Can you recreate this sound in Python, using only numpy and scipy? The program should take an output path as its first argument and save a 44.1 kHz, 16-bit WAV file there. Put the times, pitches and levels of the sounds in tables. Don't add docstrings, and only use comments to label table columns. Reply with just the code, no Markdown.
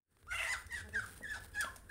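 import sys
import numpy as np
from scipy import signal
from scipy.fft import rfft, irfft, next_fast_len
from scipy.io import wavfile
from scipy.ndimage import uniform_filter1d, map_coordinates

SR = 44100
rng = np.random.default_rng(int(sys.argv[2]) if len(sys.argv) > 2 else 0)


def transcribe(u):
    v = np.clip(np.atleast_2d(u).T, -1, 1)
    q = np.round(v * 32767).astype(np.int16)
    wavfile.write(sys.argv[1], SR, q)


N = 83790


def amp(db):
    return 10 ** (np.asarray(db) / 20)


def unit_rms(x):
    return x / np.sqrt(np.mean(x ** 2) + 1e-20)


def clock():
    return np.arange(N) / SR


def along(points, hz):
    freqs, values = np.transpose(points)
    return np.interp(np.log(hz + 1), np.log(freqs + 1), values)


def curves(rows):
    times, *columns = np.transpose(rows)
    return [np.interp(clock(), times, column) for column in columns]


def wobble(rate_hz):
    return map_coordinates(rng.standard_normal(N // 4), [clock() * rate_hz], mode="wrap")


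def filtered(x, response):
    size = next_fast_len(N + SR // 2)
    return irfft(rfft(x, size) * response(np.fft.rfftfreq(size, 1 / SR)), size)[:N]


def noise(colour):
    return unit_rms(filtered(rng.standard_normal(N), lambda hz: amp(along(colour, hz))))


def gate(start_s, end_s, edge_s=0.0064):
    outside_s = np.maximum(0, np.maximum(start_s - clock(), clock() - end_s))
    return np.exp(-(outside_s / edge_s) ** 2)


def arch(start_s, length_s):
    return np.abs(np.sin(np.pi * np.clip((clock() - start_s) / length_s, 0, 1)))


def membrane_phase(hz, rough):
    jitter = (0.008 + 0.037 * rough) * wobble(499.7)
    return 2 * np.pi * np.cumsum(hz * (1 + jitter)) / SR


def partial(phase, rough, rasp_hz=443):
    share = np.clip(rough, 0, 1) ** 2
    rasp = wobble(rasp_hz) * np.sin(phase) + wobble(rasp_hz) * np.cos(phase)
    return np.sqrt(2 * (1 - share)) * np.sin(phase) + np.sqrt(share) * rasp


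def bursts(rows, colour, t60_s, attack_s):
    envelope = np.zeros(N)
    for start_s, db in rows:
        age_s = np.maximum(clock() - start_s, 0)
        envelope += amp(db - 60 * age_s / t60_s) * (1 - np.exp(-age_s / attack_s))
    return noise(colour) * envelope


# f/Hz, relative level/dB
AIR_COLOUR = [(130, 8), (220, 4), (330, 0.5), (460, 4), (650, -10.5), (1100, -12.5), (1600, -1),
              (2400, -19.5), (4000, -20), (6500, -25.5), (9200, -11.5), (11500, -21.5), (15000, -17.5)]
RUMBLE_COLOUR = [(20, -17), (45, 13.5), (70, 12.5), (95, 13), (130, -43), (250, -84)]


def air():
    return noise(AIR_COLOUR) * amp(-62.5 + 0.75 * wobble(14))


def rumble(rise_s=0.31):
    rise = np.minimum(clock() / rise_s, 1) ** 3
    return noise(RUMBLE_COLOUR) * amp(-58 + wobble(5.3)) * rise


# t/s, level/dB
TICK_HITS = [(.169, -60), (.229, -60), (.269, -55)]
# f/Hz, relative level/dB
TICK_SPECTRUM = [(100, -24), (300, 1), (1000, -8), (4000, -17.5), (15000, -28)]


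def ticks():
    return bursts(TICK_HITS, TICK_SPECTRUM, t60_s=0.017, attack_s=0.0001)


# t/s, f/Hz, level/dB, half-pitch lines/dB, overtones/dB, roughness
YELP_CONTOURS = [
    [(.275, 1184, -60.5, -18, -8, 0.22), (.29, 1411, -48.5, -14, -5, 0.1),
     (.312, 1431, -43.5, -20, 8, 0.11), (.329, 1504, -36.5, -27, 2, 0.18)],
    [(.475, 1800, -48, 13.5, 7, 0.51), (.497, 1961, -37, 4.5, 1.5, 0.16), (.522, 2047, -38.5, 9.5, 5, 0.27),
     (.533, 1947, -38.5, 12, 3, 0.51), (.539, 1539, -35.5, 10.5, -2.5, 0.43),
     (.565, 1365, -46, 3, -4, 0.56)],
    [(.698, 1843, -58.5, -27, 2, 0.08), (.711, 2082, -50.5, 8, 6, 0.22), (.724, 1848, -43, 7, -3.5, 0.13),
     (.742, 1893, -41.5, 6.5, 3, .25), (.751, 1970, -39, 1, -1.5, 0.37), (.764, 1803, -45, -8, 8.5, 0.22),
     (.785, 1635, -42, -27, 5, 0.5), (.812, 1546, -50.5, 2.5, 6, 0.66)],
    [(.932, 1724, -58.5, 15, -2.5, 0.39), (.948, 1900, -37.5, -29, 0.5, 0.45),
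     (.961, 1627, -32.5, -6, -6, .12), (.987, 1580, -33.5, -12.5, -4, 0.11),
     (.998, 1467, -34.5, 5, -6, 0.14), (1.01, 1471, -61.5, 13.5, 4.5, 0.46),
     (1.045, 1248, -48.5, 10.5, -6.5, 1.05)],
    [(1.224, 1906, -58, -21, -28, 0.19), (1.243, 1878, -43, -28, -5.5, 0.34),
     (1.26, 1677, -41.5, -16, -4, 0.02), (1.274, 1628, -52, -16, 11.5, 0.11),
     (1.286, 1770, -45.5, -27, -1.5, 0.3), (1.308, 1736, -39.5, -9, 0, 0.17),
     (1.326, 1709, -40, -22, -1, 0.14), (1.346, 1513, -44, -2, 5, 0.66), (1.372, 1484, -52.5, 14, 0, 0.83)],
    [(1.364, 948, -49.5, -10, -11, 0.77), (1.385, 698, -57, -16, 12, 0.8)],
    [(1.541, 1664, -57.5, -10, 10, 0.28), (1.552, 1676, -45.5, 0, 4, 0.25), (1.572, 1638, -40, 3, 0, 0.11),
     (1.594, 1717, -34.5, -10.5, -2.5, 0.11), (1.617, 1650, -35, 2, 4, 0.25),
     (1.631, 1500, -35.5, -31, 1.5, 0.44), (1.644, 1326, -41, 14, -5.5, 0.28),
     (1.66, 1126, -55, -11, -18, 1.2), (1.68, 1054, -44, -18, -34, 0.1), (1.705, 985, -68, -15, -16, 0.5)],
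    [(1.884, 1450, -91, -13, -11, 0.07), (1.895, 1639, -49, 18, -12.5, 0.31),
     (1.91, 1790, -34, -15, -16, 0.26)],
]
# f/Hz, gain/dB
YELP_FORMANTS = [(500, -28), (830, -24.5), (1100, -23), (2520, -21), (3000, -28), (3600, -17.5),
                 (4300, -28), (5050, -22.5), (6000, -28.5), (7100, -23), (8200, -27.5), (9300, -21),
                 (10800, -40.5), (15000, -47)]
CALL_TRIM_DB, LINE_SWING_DB = -1.5, 3


def yelp(contour):
    hz, db, doubling_db, overtone_db, rough = curves(contour)
    phase = membrane_phase(hz, rough)
    breath = amp(-11) * rough * noise(YELP_FORMANTS) * (1 + np.cos(phase / 2))
    lines = np.zeros(N)
    for k in range(1, 19):
        if k != 2:
            line_db = along(YELP_FORMANTS, k * hz / 2) + doubling_db * (k % 2)
            line_db += LINE_SWING_DB * wobble(44.69)
            smear = 0.1 + 0.04 * k + 1.6 * rough
            lines += amp(line_db) * partial(k * phase / 2, smear)
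    voice = partial(phase, rough) + amp(overtone_db) * (lines + breath)
    return voice * amp(CALL_TRIM_DB + db) * gate(contour[0][0], contour[-1][0])


# t/s, f/Hz, level/dB, roughness
SQUAWK_CONTOUR = [(0.317, 711, -40, .15), (0.321, 713.4, -42, 0.28), (0.337, 683, -41.5, 0.46),
                  (.352, 685.5, -37.5, 0.17), (0.374, 701.8, -40.5, 0.13), (.39, 692.6, -39, 0.65),
                  (.407, 657.4, -35, 0), (.417, 712.7, -38.5, 0.47), (.446, 655, -37, 0.53),
                  (.478, 632.4, -45.5, 0.72), (.492, 629, -48, 0.35)]
# f/Hz, gain/dB
SQUAWK_FORMANTS = [(300, -52), (670, -3), (1000, -52), (1400, 5), (2050, 3.5), (2750, -4), (3350, -6.5),
                   (3800, -15.5), (4800, -18), (6200, -13), (7600, -16), (9400, -7.5), (11000, -19.5),
                   (15000, -25)]
# t/s, f/Hz
BEAK_RESONANCE = [(.32, 2220), (.345, 2650), (.407, 2630), (.45, 2310), (.48, 1870)]


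def squawk(beak_gain_db=13.5, beak_width_hz=540):
    hz, db, rough = curves(SQUAWK_CONTOUR)
    beak_hz, = curves(BEAK_RESONANCE)
    phase = membrane_phase(hz, rough)
    voice = np.zeros(N)
    for k in range(1, 22):
        beak_db = beak_gain_db * np.exp(-((k * hz - beak_hz) / beak_width_hz) ** 2)
        line_db = along(SQUAWK_FORMANTS, k * hz) + beak_db + LINE_SWING_DB * wobble(69.33)
        voice += amp(line_db) * partial(k * phase, rough * (1 + 0.22 * k))
    voice /= np.sqrt(np.abs(uniform_filter1d(voice ** 2, size=700)))
    breath = amp(-1) * rough * noise(SQUAWK_FORMANTS) * (1 + np.cos(phase))
    window = gate(SQUAWK_CONTOUR[0][0], SQUAWK_CONTOUR[-1][0])
    return (voice + breath) * amp(CALL_TRIM_DB + db) * window


# t/s, length/s, level/dB before the fade-in
SCUFF_STROKES = [(0.545, 0.098, -60), (1.008, 0.23, -63), (1.302, 0.025, -66), (1.423, 0.047, -58.5)]
# f/Hz, relative level/dB
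GRIT_SPECTRUM = [(300, -12), (800, 6.5), (1400, 9), (2500, 3.5), (4000, 3.5), (7000, -1), (9200, 11),
                 (11000, -0.5), (15000, 2)]


def scuffs(grains_per_s=98, grain_decay_s=0.015):
    strokes = sum(amp(db) * arch(start_s, length_s) for start_s, length_s, db in SCUFF_STROKES)
    strokes *= amp(3.5 * wobble(600))
    grain_db = -77.5 + 3.5 * np.minimum(rng.exponential(size=N), 3)
    impacts = amp(grain_db) * (rng.random(N) < grains_per_s / SR)
    grains = signal.lfilter([1], [1, -np.exp(-1 / (grain_decay_s * SR))], impacts)
    return (strokes + grains) * noise(GRIT_SPECTRUM)


# t/s, level/dB
PECK_HITS = [(.6666, -49.5), (.724, -43.5), (.8906, -51), (1.0617, -44.5), (1.1774, -50), (1.2313, -50.5),
             (1.6084, -31.5), (1.6135, -37), (1.7601, -44.5), (1.765, -45)]
# f/Hz, relative level/dB
PECK_SPECTRUM = [(500, -18), (2000, -1.5), (3500, -4), (5500, 3.5), (7500, 0), (9200, 10), (11000, -0.5),
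                 (15000, -5)]


def pecks():
    return bursts(PECK_HITS, PECK_SPECTRUM, t60_s=0.017, attack_s=0.0003)


def drone(pitch_hz=83, start_s=0.815, end_s=1.06):
    hz = pitch_hz * (1 + 0.11 * wobble(34.45))
    phase = 2 * np.pi * np.cumsum(hz) / SR
    return amp(-55.5) * partial(phase, rough=0) * gate(start_s, end_s)


# t/s, length/s, f/Hz, level/dB
HEN_CLUCKS = [(0.836, 0.05, 210.6, -60), (.928, 0.061, 222, -55.5)]
# f/Hz, relative gain/dB
HEN_FORMANTS = [(220, -1), (440, 4.5), (660, -8), (880, 0), (1300, -19)]


def hen(pitch_arch=0.029):
    out = np.zeros(N)
    for start_s, length_s, hz, db in HEN_CLUCKS:
        effort = arch(start_s, length_s)
        phase = membrane_phase(hz * (1 + pitch_arch * (effort - 1)), rough=0.57)
        voice = sum(amp(along(HEN_FORMANTS, k * hz)) * np.sin(k * phase) for k in range(1, 7))
        out += amp(db) * np.sqrt(effort) * unit_rms(voice)
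    return out


# t/s, ring f/Hz, knock level/dB, click level/dB
FOOTFALLS = [(.889, 595.5, -50.5, -52.5), (1.207, 856, -50, -71), (1.211, 523, -44, -69),
             (1.6446, 602, -45, -41.5), (1.647, 920, -49, -41.5), (1.762, 704, -50.5, -55)]
# f/Hz, relative level/dB
CLICK_SPECTRUM = [(200, -4), (1100, 3.5), (2200, -4), (3300, 3), (4500, -13), (12000, -35)]


def steps(knock_t60_s=0.026, thud_hz=257, thud_t60_s=0.046):
    clicks = [(start_s, click_db) for start_s, _, _, click_db in FOOTFALLS]
    out = bursts(clicks, CLICK_SPECTRUM, t60_s=0.018, attack_s=0.0004)
    for start_s, ring_hz, db, _ in FOOTFALLS:
        age_s = np.maximum(clock() - start_s, 0)
        knock = amp(-60 * age_s / knock_t60_s) * np.sin(2 * np.pi * ring_hz * age_s)
        thud = amp(-11 - 60 * age_s / thud_t60_s) * np.sin(2 * np.pi * thud_hz * age_s)
        out += amp(db) * (knock + thud)
    return out


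# delay/s, gain/dB
SHED_ECHOES = [(0.014, -17.5), (.026, -23.5)]


def shed_echoes(x):
    return filtered(x, lambda hz: sum(amp(db) * np.exp(-2j * np.pi * hz * s) for s, db in SHED_ECHOES))


# f/Hz, T60/s
YARD_DECAY = [(200, 0.48), (4000, 0.31), (10000, 0.39)]
# f/Hz, relative gain/dB
YARD_RESPONSE = [(300, 10.5), (1600, 4.5), (3600, 7.5), (7000, 3.5), (14000, 4.5)]


def yard_reverb(x, build_s=0.0018):
    hz, t, spectrum = signal.stft(rng.standard_normal(SR // 2), SR, nperseg=256)
    decay = amp(-60 * t / along(YARD_DECAY, hz)[:, None])
    _, tail = signal.istft(spectrum * decay, SR, nperseg=256)
    tail *= 1 - np.exp(-np.arange(len(tail)) / SR / build_s)
    wet = signal.fftconvolve(x, tail / np.linalg.norm(tail))[:N]
    return filtered(wet, lambda hz: amp(-12 + along(YARD_RESPONSE, hz)))


# t/s, gain/dB
BACKGROUND_FADE = [(.05, -40.5), (.12, -14), (.28, -6.5), (.55, -2.5), (1.3, 2), (1.85, -1.5)]


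def scene():
    calls = sum(yelp(contour) for contour in YELP_CONTOURS) + squawk() + hen()
    birds = calls + pecks() + steps()
    echoes = shed_echoes(calls) + yard_reverb(birds)
    fade_db, = curves(BACKGROUND_FADE)
    background = amp(fade_db) * (air() + scuffs()) + rumble() + ticks() + drone()
    return (birds + echoes + background)[None]


def record(dry, cutoff_hz=15750):
    return filtered(dry[0], lambda hz: hz < cutoff_hz)[None]


dry = scene()
out = record(dry)
transcribe(out)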